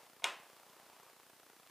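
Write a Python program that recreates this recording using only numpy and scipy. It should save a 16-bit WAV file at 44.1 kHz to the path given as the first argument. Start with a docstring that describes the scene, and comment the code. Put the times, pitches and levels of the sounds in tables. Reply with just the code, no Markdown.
"""A knock on a wooden desk

A small hard object is put down in a book-lined room: it grazes, tips, then lands with one sharp knock.
The object clacks, the desk top rings and the room answers; sleeves brush faintly as the arms move.
Under it lie a few tiny clicks, a camera's faint electrical ticking, room hush and microphone hiss."""
import sys
import numpy as np
from scipy import signal
from scipy.fft import rfft, irfft
from scipy.io import wavfile

SR = 44100
rng = np.random.default_rng(int(sys.argv[2]) if len(sys.argv) > 2 else 0)


def digitize_waveform(pressure):
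    """Quantize a signal to 16-bit integers and store it at the path in sys.argv[1].

    Rows of a 2-D input are taken as channels; values are limited to [-1, 1].
    """
    field = np.atleast_2d(pressure).T
    bounded = np.clip(field, -1, 1)
    quanta = np.round(bounded * 32767).astype(np.int16)
    wavfile.write(sys.argv[1], SR, quanta)


N = 74970

# each touch on the desk: start_s, level_db, brightness_hz
TOUCHES = [(0.221, -14.5, 950), (0.2365, -24.5, 5060), (0.2418, 0, 14200)]
# the notes that object and desk ring with: pitch_hz, level_db, fade_s (time to fall by 60 dB)
OBJECT_NOTES = [(730, -29, 0.028), (922, -37, 0.073), (1435, -31, 0.029), (2190, -20, 0.022),
                (2410, -29, 0.046), (2850, -35, 0.063), (3323, -14, 0.01), (3650, -14, 0.0088),
                (5370, -22.5, 0.0089), (5910, -23.5, 0.0077), (7580, -29.5, 0.0093), (8100, -30.5, 0.015),
                (8960, -36, 0.0085), (10260, -24, 0.0059)]
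DESK_NOTES = [(320.6, -58.5, .2), (694, -50.5, 0.48), (922, -50, 0.26), (974.5, -42, 0.21),
              (1043, -38, 0.32), (1244, -43.5, .21), (1308, -51.5, 0.37), (1529, -61, 0.34),
              (2520, -43, 0.26), (2854, -49, 0.22)]
# how long the room's echo takes to fall by 60 dB: pitch_hz, fade_s
ECHO_FADES = [(250, 0.32), (700, 0.41), (1800, 0.42), (4500, 0.37), (8000, 0.3), (14000, 0.26)]
# each soft swell of noise: start_s, end_s, level_db; the first is a faint hush at the very start, the others
# are sleeves brushing as the arms move
NOISE_SWELLS = [(-.04, 0.074, -63), (0.398, 0.639, -66.5), (0.652, 1.12, -66)]
# each stray click: start_s, level_db
STRAY_CLICKS = [(.0645, -47), (1.2062, -44), (1.306, -47), (1.6735, -36.5)]

# a colour says how strong a sound's low and high parts are next to each other: pitch_hz, level_db
CRACK_COLOUR = [(100, -22.5), (400, -12.5), (1200, -8), (3300, 1), (4500, -19), (6000, 8.5), (10300, 1),
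                (11700, -11), (15000, 0)]
ECHO_COLOUR = [(50, -40), (130, -28), (230, -18), (400, -4.5), (700, -1), (1600, -1.5), (2400, -0.5),
               (3500, -4), (4400, -11), (5800, -12.5), (8300, -14), (11500, -26), (15000, -28)]
SLEEVE_COLOUR = [(50, -42), (220, -17.5), (340, -7), (600, -4.5), (1000, 1), (1500, -9), (2500, -11.5),
                 (5000, -16), (12000, -26)]
CLICK_COLOUR = [(50, -22), (500, -2), (1500, 3), (3400, 1), (5000, -7), (14000, -14)]
TICK_COLOUR = [(25, -38), (60, -16), (150, -2), (400, 1.5), (1200, 0), (2000, -6.5), (3200, -11.5),
               (5000, -13), (14000, -19)]
HUSH_COLOUR = [(20, -48), (50, -21), (100, -11.5), (200, -10.5), (330, -2.5), (650, 0.5), (1100, -1.5),
               (1800, -5), (3000, -7), (6000, -21), (15000, -42)]
HISS_COLOUR = [(30, -36), (300, -9), (1500, -3.5), (5000, 1), (6500, -.5), (8900, 0), (9120, 5), (9350, 0),
               (15000, -1)]
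WIDE_HISS_COLOUR = [(50, -48), (500, -9), (2500, -7), (5000, -4), (10000, -5.5), (15000, -7.5)]


def knock():
    """Each touch sets object, desk and room sounding, each muffled to its own brightness."""
    clack = ring(OBJECT_NOTES, rise_s=0.001)
    desk = ring(DESK_NOTES, rise_s=0.0029)
    blow = clack + desk + crack() + room_echo()
    out = np.zeros(N)
    for start_s, level_db, brightness_hz in TOUCHES:
        start = round(start_s * SR)
        softened = signal.lfilter(*signal.butter(2, brightness_hz, "lowpass", fs=SR), blow)
        out[start:] += gain(level_db) * softened[:N - start]
    return out


def ring(notes, rise_s):
    """A struck thing shakes at its own pitches, which build up quickly and die away."""
    t = np.arange(N) / SR
    out = np.zeros(N)
    for pitch_hz, level_db, fade_s in notes:
        out += gain(level_db - 60 * t / fade_s) * np.sin(2 * np.pi * pitch_hz * t)
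    return (1 - np.exp(-t / rise_s)) * out


def crack(level_db=-26.5, peak_s=0.0012, width_s=0.00047):
    """Two hard faces meet and give off about a millisecond of bright noise."""
    t = np.arange(N) / SR
    swell = np.exp(-0.5 * ((t - peak_s) / width_s) ** 2)
    burst = swell * rng.choice([-1.0, 1.0], N)
    return gain(level_db) * tint(burst, CRACK_COLOUR)


def room_echo(level_db=-36.5, delay_s=0.003, rise_s=0.0032):
    """Sound bounces around the room and blurs into a short tail; the highest part dies first."""
    pitch_hz, time_s, bands = signal.stft(noise(ECHO_COLOUR), SR, nperseg=256)
    fade_s = look_up(ECHO_FADES, pitch_hz)[:, None]
    tail = signal.istft(bands * gain(-60 * time_s / fade_s), SR)[1][:N]
    fade_in = np.clip((np.arange(N) / SR - delay_s) / rise_s, 0, 1)
    return gain(level_db) * tail * fade_in


def sleeves(fade_s=0.05):
    """Soft swells of noise: a faint one at the very start, then cloth rubbing as the arms move."""
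    t = np.arange(N) / SR
    loudness = np.zeros(N)
    for start_s, end_s, level_db in NOISE_SWELLS:
        inside_s = np.minimum(t - start_s, end_s - t)
        loudness += gain(level_db) * np.clip(inside_s / fade_s + 0.5, 0, 1)
    return loudness * noise(SLEEVE_COLOUR)


def clicks():
    """A few tiny clicks with no echo."""
    spikes = np.zeros(N)
    for start_s, level_db in STRAY_CLICKS:
        spikes[round(start_s * SR)] += gain(level_db)
    return tint(spikes, CLICK_COLOUR)


def ticking(level_db=-41.5, ticks_per_s=30, first_s=0.0318, length_s=0.0045, wobble_s=0.0006):
    """Steady electrical ticks, each a quick run of five spikes that get weaker."""
    tick = np.arange(N * ticks_per_s // SR)[:, None]
    spike = np.arange(5)
    wobble, direction = rng.uniform(-1, 1, (2, len(tick), len(spike)))
    start_s = first_s + tick / ticks_per_s + length_s * spike / len(spike) + wobble_s * wobble
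    tick_db = level_db + 0.7 * rng.uniform(-1, 1, tick.shape)
    tick_db[2::3] += 1.9  # every third tick is stronger
    heights = np.sign(direction) * gain(tick_db - 1.3 * spike)
    starts = (start_s * SR).astype(int)
    spikes = np.bincount(starts.ravel(), heights.ravel(), N)[:N]
    return tint(spikes, TICK_COLOUR)


def background(hush_db=-69, hiss_db=-67, wide_db=-72):
    """Room hush and microphone hiss sit in the middle; a fainter hiss spreads left and right."""
    wide_hiss = gain(wide_db) * noise(WIDE_HISS_COLOUR) * np.array([[1], [-1]])
    return gain(hush_db) * noise(HUSH_COLOUR) + gain(hiss_db) * noise(HISS_COLOUR) + wide_hiss


def gain(level_db):
    """Turns decibels into a number to multiply by."""
    return 10 ** (np.asarray(level_db) / 20)


def look_up(table, pitch_hz):
    """Reads between a table's rows, with pitch spaced in octaves."""
    row_hz, values = np.transpose(table)
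    return np.interp(np.log(pitch_hz + 1), np.log(row_hz + 1), values)


def noise(colour):
    """Steady noise of the given colour, with an average strength (rms) of 1."""
    shape = gain(look_up(colour, np.fft.rfftfreq(N, 1 / SR)))
    sound = irfft(rfft(rng.standard_normal(N)) * shape, N)
    return sound / np.sqrt(np.mean(sound ** 2))


def tint(sound, colour, size=2048):
    """Gives a sound a colour, using a filter that rings only after each spike."""
    pitch_hz = abs(np.fft.fftfreq(size, 1 / SR))
    log_gain = np.log(gain(look_up(colour, pitch_hz)))
    response = np.exp(np.conj(signal.hilbert(log_gain)))
    taps = np.fft.ifft(response).real[:size // 2]
    return signal.fftconvolve(sound, taps / np.linalg.norm(taps))[:N]


def scene():
    """Adds the knock and the quiet sounds around it."""
    return knock() + sleeves() + ticking() + clicks() + background()


def record(dry, top_hz=15400):
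    """Cuts away the very highest pitches."""
    taps = signal.firwin(511, top_hz, window=("kaiser", 9), fs=SR)
    return signal.oaconvolve(dry, taps[None], "same")


dry = scene()
out = record(dry)
digitize_waveform(out)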